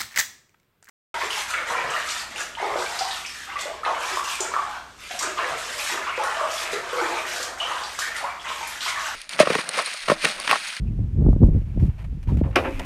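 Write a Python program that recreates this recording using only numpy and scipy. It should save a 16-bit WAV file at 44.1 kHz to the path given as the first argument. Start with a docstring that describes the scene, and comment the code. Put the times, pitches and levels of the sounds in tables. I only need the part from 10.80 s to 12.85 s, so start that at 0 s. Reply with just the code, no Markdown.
"""On a lawn, one microphone out in the wind, close to a hollow games table being grabbed and tipped.
Clothes and dry grass rustle and the frame creaks under the grip. The table takes the load with one
sharp knock, its panels rattle and its top rings; a loose plastic piece slides over the top and clacks.
Gusts buffet the microphone with rumble and low thumps, over a faint hiss of open air."""
import sys
import numpy as np
from scipy import signal
from scipy.fft import rfft, irfft, next_fast_len
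from scipy.io import wavfile
from scipy.ndimage import uniform_filter1d, minimum_filter1d

SR = 44100
rng = np.random.default_rng(int(sys.argv[2]) if len(sys.argv) > 2 else 0)


def dump(signal):
    """Clip the signal to [-1, 1] and save it as 16-bit WAV at the path in sys.argv[1]."""
    limited = np.clip(np.atleast_2d(signal).T, -1, 1)
    pcm = np.round(limited * 32767).astype(np.int16)
    wavfile.write(sys.argv[1], SR, pcm)


N = 90404
TIME = np.arange(N) / SR


def from_db(db):
    """Decibels to gain."""
    return 10 ** (np.asarray(db) / 20)


def rms_one(x):
    """Scale to rms 1."""
    return x / np.sqrt(np.mean(x ** 2) + 1e-20)


def at_hz(points, hz):
    """Read a table on a log-frequency axis."""
    freqs, values = np.transpose(points)
    return np.interp(np.log(hz), np.log(freqs), values)


def cut(x, hz, kind="low", order=2):
    """Butterworth low- or high-pass."""
    sos = signal.butter(order, np.clip(hz, 10, .45 * SR), kind, fs=SR, output="sos")
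    return signal.sosfilt(sos, x + 1e-18)


def bands(spectrum, size):
    """Noise of a given spectrum in third octaves, together of rms 1: (centres in Hz, noises)."""
    edges = 16 * 2 ** (np.arange(31) / 3)
    centres = np.sqrt(edges[1:] * edges[:-1])
    freq = np.arange(size // 2 + 1) * SR / size + 1e-3
    white = rfft(rng.standard_normal(size))
    octaves_outside = np.maximum(np.log2(spectrum[0][0] / freq), np.log2(freq / spectrum[-1][0]))
    colour = from_db(at_hz(spectrum, freq) - 20 * np.maximum(octaves_outside, 0))
    in_band = (freq >= edges[:-1, None]) & (freq < edges[1:, None])
    noises = irfft(white * colour * in_band, size)
    return centres, noises / np.std(noises.sum(0))


def noise(spectrum):
    """Steady noise of one colour, rms 1."""
    return bands(spectrum, size=next_fast_len(N))[1].sum(0)[:N]


def flutter(hz, size=N, order=2):
    """Random motion below a frequency, rms 1."""
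    return rms_one(cut(rng.standard_normal(size), hz, order=order))


def add(out, s, sound):
    """Mix a sound in at a time in seconds."""
    i = int(np.clip(s * SR, 0, N - 1))
    out[i:i + len(sound)] += sound[:N - i]


def blow(crack_db, panel_db, top_db, contact_hz, size=16384):
    """One contact on the table: a brief crack, crowded panel modes and the clear ring of the top."""
    # Each row of both spectra: frequency in Hz, relative level in dB per Hz.
    crack_spectrum = [(200, -19), (600, -12), (1150, 1.5), (1600, 5), (2100, -2.5), (2850, 1.5),
                      (4300, -18.5), (5400, -7.5), (6700, -32), (9000, -20), (10500, -43), (13000, -29),
                      (15000, -45)]
    panel_spectrum = [(120, -31), (200, 0), (360, 1), (560, 1.5), (800, 2.5), (1600, -3.5), (2700, -3),
                      (3800, -17), (5500, -24.5), (7000, -32.5), (14000, -35)]
    # Decay of the panels. 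Each row: frequency in Hz, seconds to fall 60 dB.
    panel_t60 = [(250, 0.33), (600, 0.25), (1500, 0.14), (3000, 0.14), (6000, 0.23), (14000, 0.33)]
    # Modes of the hollow top. Each row: frequency in Hz, relative level in dB, seconds to fall 60 dB.
    top_modes = [(245, -22, .26), (280, -18.5, .24), (345, -14, .16), (380, -14, .15), (534, -10.5, .21),
                 (590, -22, .15), (706, -21, .18), (846, -25, .16), (887, -23, .18), (1103, -20, .12),
                 (1310, -22, .11), (1395, -20, .11), (1571, -19, .1), (1665, -19, .07), (1840, -25, .11),
                 (1966, -26, .12), (2390, -21, .11), (3016, -27, .12), (3878, -32, .11)]
    crack_t60_s, mode_trim_db, mode_scatter_db = 0.055, -2, 1.5
    panel_rise_cycles, top_rise_cycles = 0.6, 4.2  # the whole top swings up more slowly
    t = np.arange(size) / SR
    crack = bands(crack_spectrum, size)[1].sum(0) * from_db(-60 * t / crack_t60_s)
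    centres, noises = bands(panel_spectrum, size)
    panel_rise = 1 - np.exp(-t * centres[:, None] / panel_rise_cycles)
    panel = (noises * panel_rise * from_db(-60 * t / at_hz(panel_t60, centres[:, None]))).sum(0)
    top = np.zeros(size)
    for k, (hz, db, t60) in enumerate(top_modes):
        decay = from_db(db + mode_trim_db + mode_scatter_db * rng.standard_normal() - 60 * t / t60)
        rise = 1 - np.exp(-t * hz / top_rise_cycles)
        top += (-1) ** k * decay * rise * np.sin(2 * np.pi * hz * t)
    return cut(from_db(crack_db) * crack + from_db(panel_db) * panel + from_db(top_db) * top, contact_hz)


def knocks():
    """The table takes the load, its joints settle, and the top answers the loose piece."""
    # Each row: start in seconds, gains of crack, panels and top in dB, contact cut-off in Hz.
    blows = [(1.7560, -24, -23.5, -38, 3500), (1.7585, -12.5, -17, -0.5, 13600),
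             (1.7630, -17, -23, -12, 2020), (1.7735, -22, -26, -28, 800), (1.7857, -21.5, -32, -31, 2950),
             (1.8025, -53, -25, -38, 900), (1.872, -45, -28, 0.5, 166), (1.9960, -48, -43, -26, 770)]
    out = np.zeros(N)
    for s, crack_db, panel_db, top_db, contact_hz in blows:
        add(out, s, blow(crack_db, panel_db, top_db, contact_hz))
    return out


def snaps():
    """Hard edges ring for a few milliseconds as they strike."""
    # Each row: frequency in Hz, relative level in dB, seconds to fall 60 dB.
    edge_modes = [(1700, -19, .012), (5150, -11, .005), (5750, -11, .005), (8900, -19, .005),
                  (11800, -24, .004), (14400, -32, .003)]
    # Each row: start in seconds, gain in dB.
    strikes = [(1.4290, -41), (1.7587, -6.5), (1.9945, -25.5), (1.997, -26)]
    out, t = np.zeros(N), np.arange(2048) / SR
    ring = sum(from_db(db - 60 * t / t60) * np.sin(2 * np.pi * hz * t) for hz, db, t60 in edge_modes)
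    for s, db in strikes:
        add(out, s, from_db(db) * ring)
    return out


def rattles(scatter_db=5.5):
    """Quick uneven runs of light contacts, as gloves take hold and as the panels rattle."""
    # Each row: start and end in seconds, contacts per second, panel gain in dB,
    # crack in dB relative to the panels, gain of the top in dB, contact cut-off in Hz.
    runs = [(1.635, 1.666, 160, -38, 6, -29, 760), (1.839, 1.867, 220, -33, -7, -19.5, 2706)]
    out = np.zeros(N)
    for start, end, rate, panel_db, crack_db, top_db, contact_hz in runs:
        for s in np.arange(start, end, 1 / rate):
            strength = from_db(scatter_db * rng.standard_normal())
            late_s = .5 * rng.random() / rate
            add(out, s + late_s, strength * blow(panel_db + crack_db, panel_db, top_db, contact_hz))
    return out


def slide(start_s=1.76, rise_s=0.019, level_db=-39.5, chatter_hz=112.2, chatter_depth=0.35):
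    """Plastic skates over the tilted top, hissing with a fast, uneven chatter."""
    # Each row: frequency in Hz, relative level in dB per Hz.
    spectrum = [(150, -45), (262, 12.5), (480, -13.5), (1050, -5.5), (1500, -9), (2500, -2.5),
                (3100, -13.5), (4000, -21.5), (8000, -26.5), (14000, -29.5)]
    speed = 1 + 0.18 * flutter(hz=40)
    chatter = 1 + chatter_depth * np.sin(2 * np.pi * chatter_hz * np.cumsum(speed) / SR)
    onset = np.clip((TIME - start_s) / rise_s, 0, 1)
    return from_db(level_db) * onset * chatter * noise(spectrum)


def clacks(size=8192):
    """The loose piece strikes and bounces: dry plastic contacts whose treble dies first."""
    # Each row: start in seconds, level in dB.
    contacts = [(1.9950, -26.5), (1.997, -26)]
    # Each row: frequency in Hz, relative level in dB per Hz.
    spectrum = [(200, 8), (330, -4), (600, 1.5), (1080, 4.5), (1500, -13), (1950, 10.5), (2250, -5),
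                (2600, 4), (4500, -12), (5800, -14), (7000, -13.5), (15000, -27)]
    # Each row: frequency in Hz, seconds to fall 60 dB.
    t60 = [(300, .15), (1000, .08), (2500, .03), (12000, .024)]
    out, t = np.zeros(N), np.arange(size) / SR
    for s, db in contacts:
        hz, noises = bands(spectrum, size)
        decay = from_db(db - 60 * t / at_hz(t60, hz[:, None]))
        add(out, s, (noises * decay).sum(0))
    return out


def wind(evenness=0.44, reference_db=-18.5, brighten_above_hz=71, brighten_per_octave=0.3):
    """Turbulence on the microphone: a stronger gust is louder and brighter."""
    # Strength of the wind. Each row: time in seconds, rumble gain in dB.
    gusts = [(0, -23), (.11, -22), (.16, -26.5), (.21, -19.5), (.26, -23), (.30, -28), (.40, -15.5),
             (.49, -15.5), (.595, -22), (.645, -12.5), (.69, -17.5), (.775, -18), (.83, -28), (.94, -26.5),
             (1.04, -16), (1.09, -24), (1.125, -33.5), (1.33, -26.5), (1.45, -33.5), (1.50, -18),
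             (1.56, -18.5), (1.68, -23), (1.73, -27.5), (1.89, -32.5), (2.05, -35)]
    # Rumble at the reference strength. Each row: frequency in Hz, relative level in dB per Hz.
    spectrum = [(18, -34.5), (30, 2.5), (75, 0.5), (140, -4.5), (230, -14), (350, -24.5), (550, -36),
                (1000, -51), (1800, -70)]
    gust_db = np.interp(TIME, *np.transpose(gusts))
    hz, noises = bands(spectrum, size=next_fast_len(N))
    noises = noises[:, :N]
    octaves = np.clip(np.log2(hz / brighten_above_hz), 0, 3.0)[:, None]
    brightening_db = brighten_per_octave * octaves * (gust_db - reference_db)
    rumble = (noises * from_db(gust_db + brightening_db)).sum(0)
    swell = np.sqrt(uniform_filter1d(noises.sum(0) ** 2, size=1400) + 1e-9)
    return rumble / uniform_filter1d(swell, size=700) ** evenness  # partly evens out chance swells


def eddies(slowing_per_cycle=0.55, peak_cycles=0.92, onset_power=2.05):
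    """Each eddy hits the microphone as two or three slowing pressure cycles with a turbulent front."""
    # Each row: start in seconds, envelope peak in dB, starting pitch in Hz.
    hits = [(0.191, -26.5, 470), (0.388, -18.5, 381), (.405, -15, 260), (0.421, -20, 417), (.450, -22, 544),
            (0.464, -11, 494), (.465, -8, 119), (0.486, -6.5, 392), (0.486, -8, 113), (0.53, -24, 854),
            (.526, -12.5, 120), (0.562, -15, 423), (0.605, -14, 270), (0.617, -7.5, 372), (0.625, -4, 316),
            (.633, -12.5, 673), (.638, -9, 387), (.636, -6.5, 98.6), (.683, -11.5, 334), (.691, -18.5, 452),
            (0.748, -19, 420), (0.761, -13, 282), (0.815, -27, 332), (0.961, -21.5, 298),
            (0.974, -18.5, 470), (.990, -18, 210), (1.024, -7, 246), (1.081, -16, 213), (1.085, -16.5, 147),
            (1.328, -28.5, 325), (1.372, -23.5, 248), (1.473, -18, 227), (1.520, -13, 319),
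            (1.541, -12.5, 159), (1.571, -20.5, 530), (1.613, -9.5, 478), (1.620, -16.5, 120),
            (1.661, -24, 400), (1.931, -23, 53.6)]
    fray_db, fray_peak_cycles, fray_cutoff_ratio = -16, 0.76, 1.414  # fine turbulence at the front
    out, t = np.zeros(N), np.arange(20000) / SR
    for s, db, hz in hits:
        cycles = np.log1p(slowing_per_cycle * hz * t) / slowing_per_cycle
        age, front = cycles / peak_cycles, cycles / fray_peak_cycles
        swing = age ** onset_power * np.exp(onset_power * (1 - age)) * np.sin(2 * np.pi * cycles)
        fray = flutter(fray_cutoff_ratio * hz, len(t), order=5) * (front * np.exp(1 - front)) ** 2
        add(out, s, from_db(db) * (swing + from_db(fray_db) * fray))
    return out


def creak(middle_s=1.501, half_s=.015, hz=922, width_hz=75, level_db=-41.5):
    """Friction under the grip excites one resonance of the frame."""
    rub = signal.lfilter(*signal.iirpeak(hz, hz / width_hz, fs=SR), rng.standard_normal(N))
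    swell = np.exp(-.5 * ((TIME - middle_s) / half_s) ** 4)
    return from_db(level_db) * swell * rms_one(rub)


def rustles(grain_db=1.5, treble_hz=3510, attack_s=.003, release_s=.007):
    """Short grainy strokes of cloth and dry grass."""
    # Each row: start and length in seconds, level in dB, extra treble gain in dB.
    strokes = [(0.49, 0.043, -70, 16.5), (0.632, 0.045, -66, 14), (0.731, 0.097, -59.5, -4),
               (0.852, 0.38, -61, -2.5), (0.995, 0.0081, -50, -1), (1.012, 0.062, -64, 12),
               (1.09, 0.011, -55, -16), (1.18, 0.047, -53.5, -3.5), (1.2405, 0.011, -45.5, -6),
               (1.428, 0.0072, -51.5, 3), (1.471, 0.028, -48, -4.5), (1.515, 0.042, -53.5, 1),
               (1.569, 0.0058, -44.5, -0.5), (1.583, 0.024, -52, -0.5), (1.634, 0.0074, -46, -12),
               (1.649, 0.056, -56.5, 1), (1.709, 0.0056, -47.5, -7), (1.725, 0.022, -48.5, -10)]
    # Each row: frequency in Hz, relative level in dB per Hz.
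    spectrum = [(300, -8.5), (700, 1), (1000, -1.5), (1500, -6.5), (2400, -3), (3600, -14.5), (7000, -21),
                (15000, -25)]
    grains = rms_one(noise(spectrum) * from_db(grain_db * flutter(hz=400)))
    low, high = cut(grains, treble_hz, order=3), cut(grains, treble_hz, "high", order=3)
    out = np.zeros(N)
    for s, length, db, treble_db in strokes:
        attack = np.clip((TIME - s) / attack_s, 0, 1)
        release = np.exp(-np.maximum(TIME - s - length, 0) / release_s)
        out += from_db(db) * attack * release * (low + from_db(treble_db) * high)
    return out


def squeak(middle_s=.08, half_s=.012, pitch_hz=2540, glide_hz_per_s=-2000, level_db=-56, octave_db=-17):
    """One faint, rough, falling whistle with a weak octave."""
    hz = pitch_hz + glide_hz_per_s * (TIME - middle_s) + 170 * flutter(hz=300)
    phase = 2 * np.pi * np.cumsum(hz) / SR
    swell = np.exp(-.5 * ((TIME - middle_s) / half_s) ** 2)
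    return from_db(level_db) * swell * (np.sin(phase) + from_db(octave_db) * np.sin(2 * phase))


def open_air(level_db=-60.3):
    """The steady, faint hiss of the air over the lawn."""
    # Each row: frequency in Hz, relative level in dB per Hz.
    spectrum = [(100, 6), (500, 1), (1200, -3), (2500, -4.5), (4000, -12), (8000, -18), (15000, -23)]
    return from_db(level_db) * noise(spectrum)


def scene():
    """Wind, open air and the table, heard in mono from one spot on the lawn."""
    outdoors = wind() + eddies() + open_air()
    handling = rustles() + creak() + slide() + clacks() + snaps() + knocks() + rattles()
    return (outdoors + handling + squeak())[None]


def record(dry, microphone_edge_hz=13800, ceiling=.97, cutoff_hz=16200):
    """The microphone rolls off the top octave; the strongest peaks are limited, the very top is cut."""
    heard = cut(dry, microphone_edge_hz, order=3)
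    held_gain = minimum_filter1d(np.minimum(1, ceiling / (np.abs(heard) + 1e-9)), size=441)
    limited = heard * uniform_filter1d(uniform_filter1d(held_gain, size=220), size=220)
    return signal.sosfilt(signal.ellip(10, .2, 80, cutoff_hz, fs=SR, output="sos"), limited)


dry = scene()
out = record(dry)
dump(out)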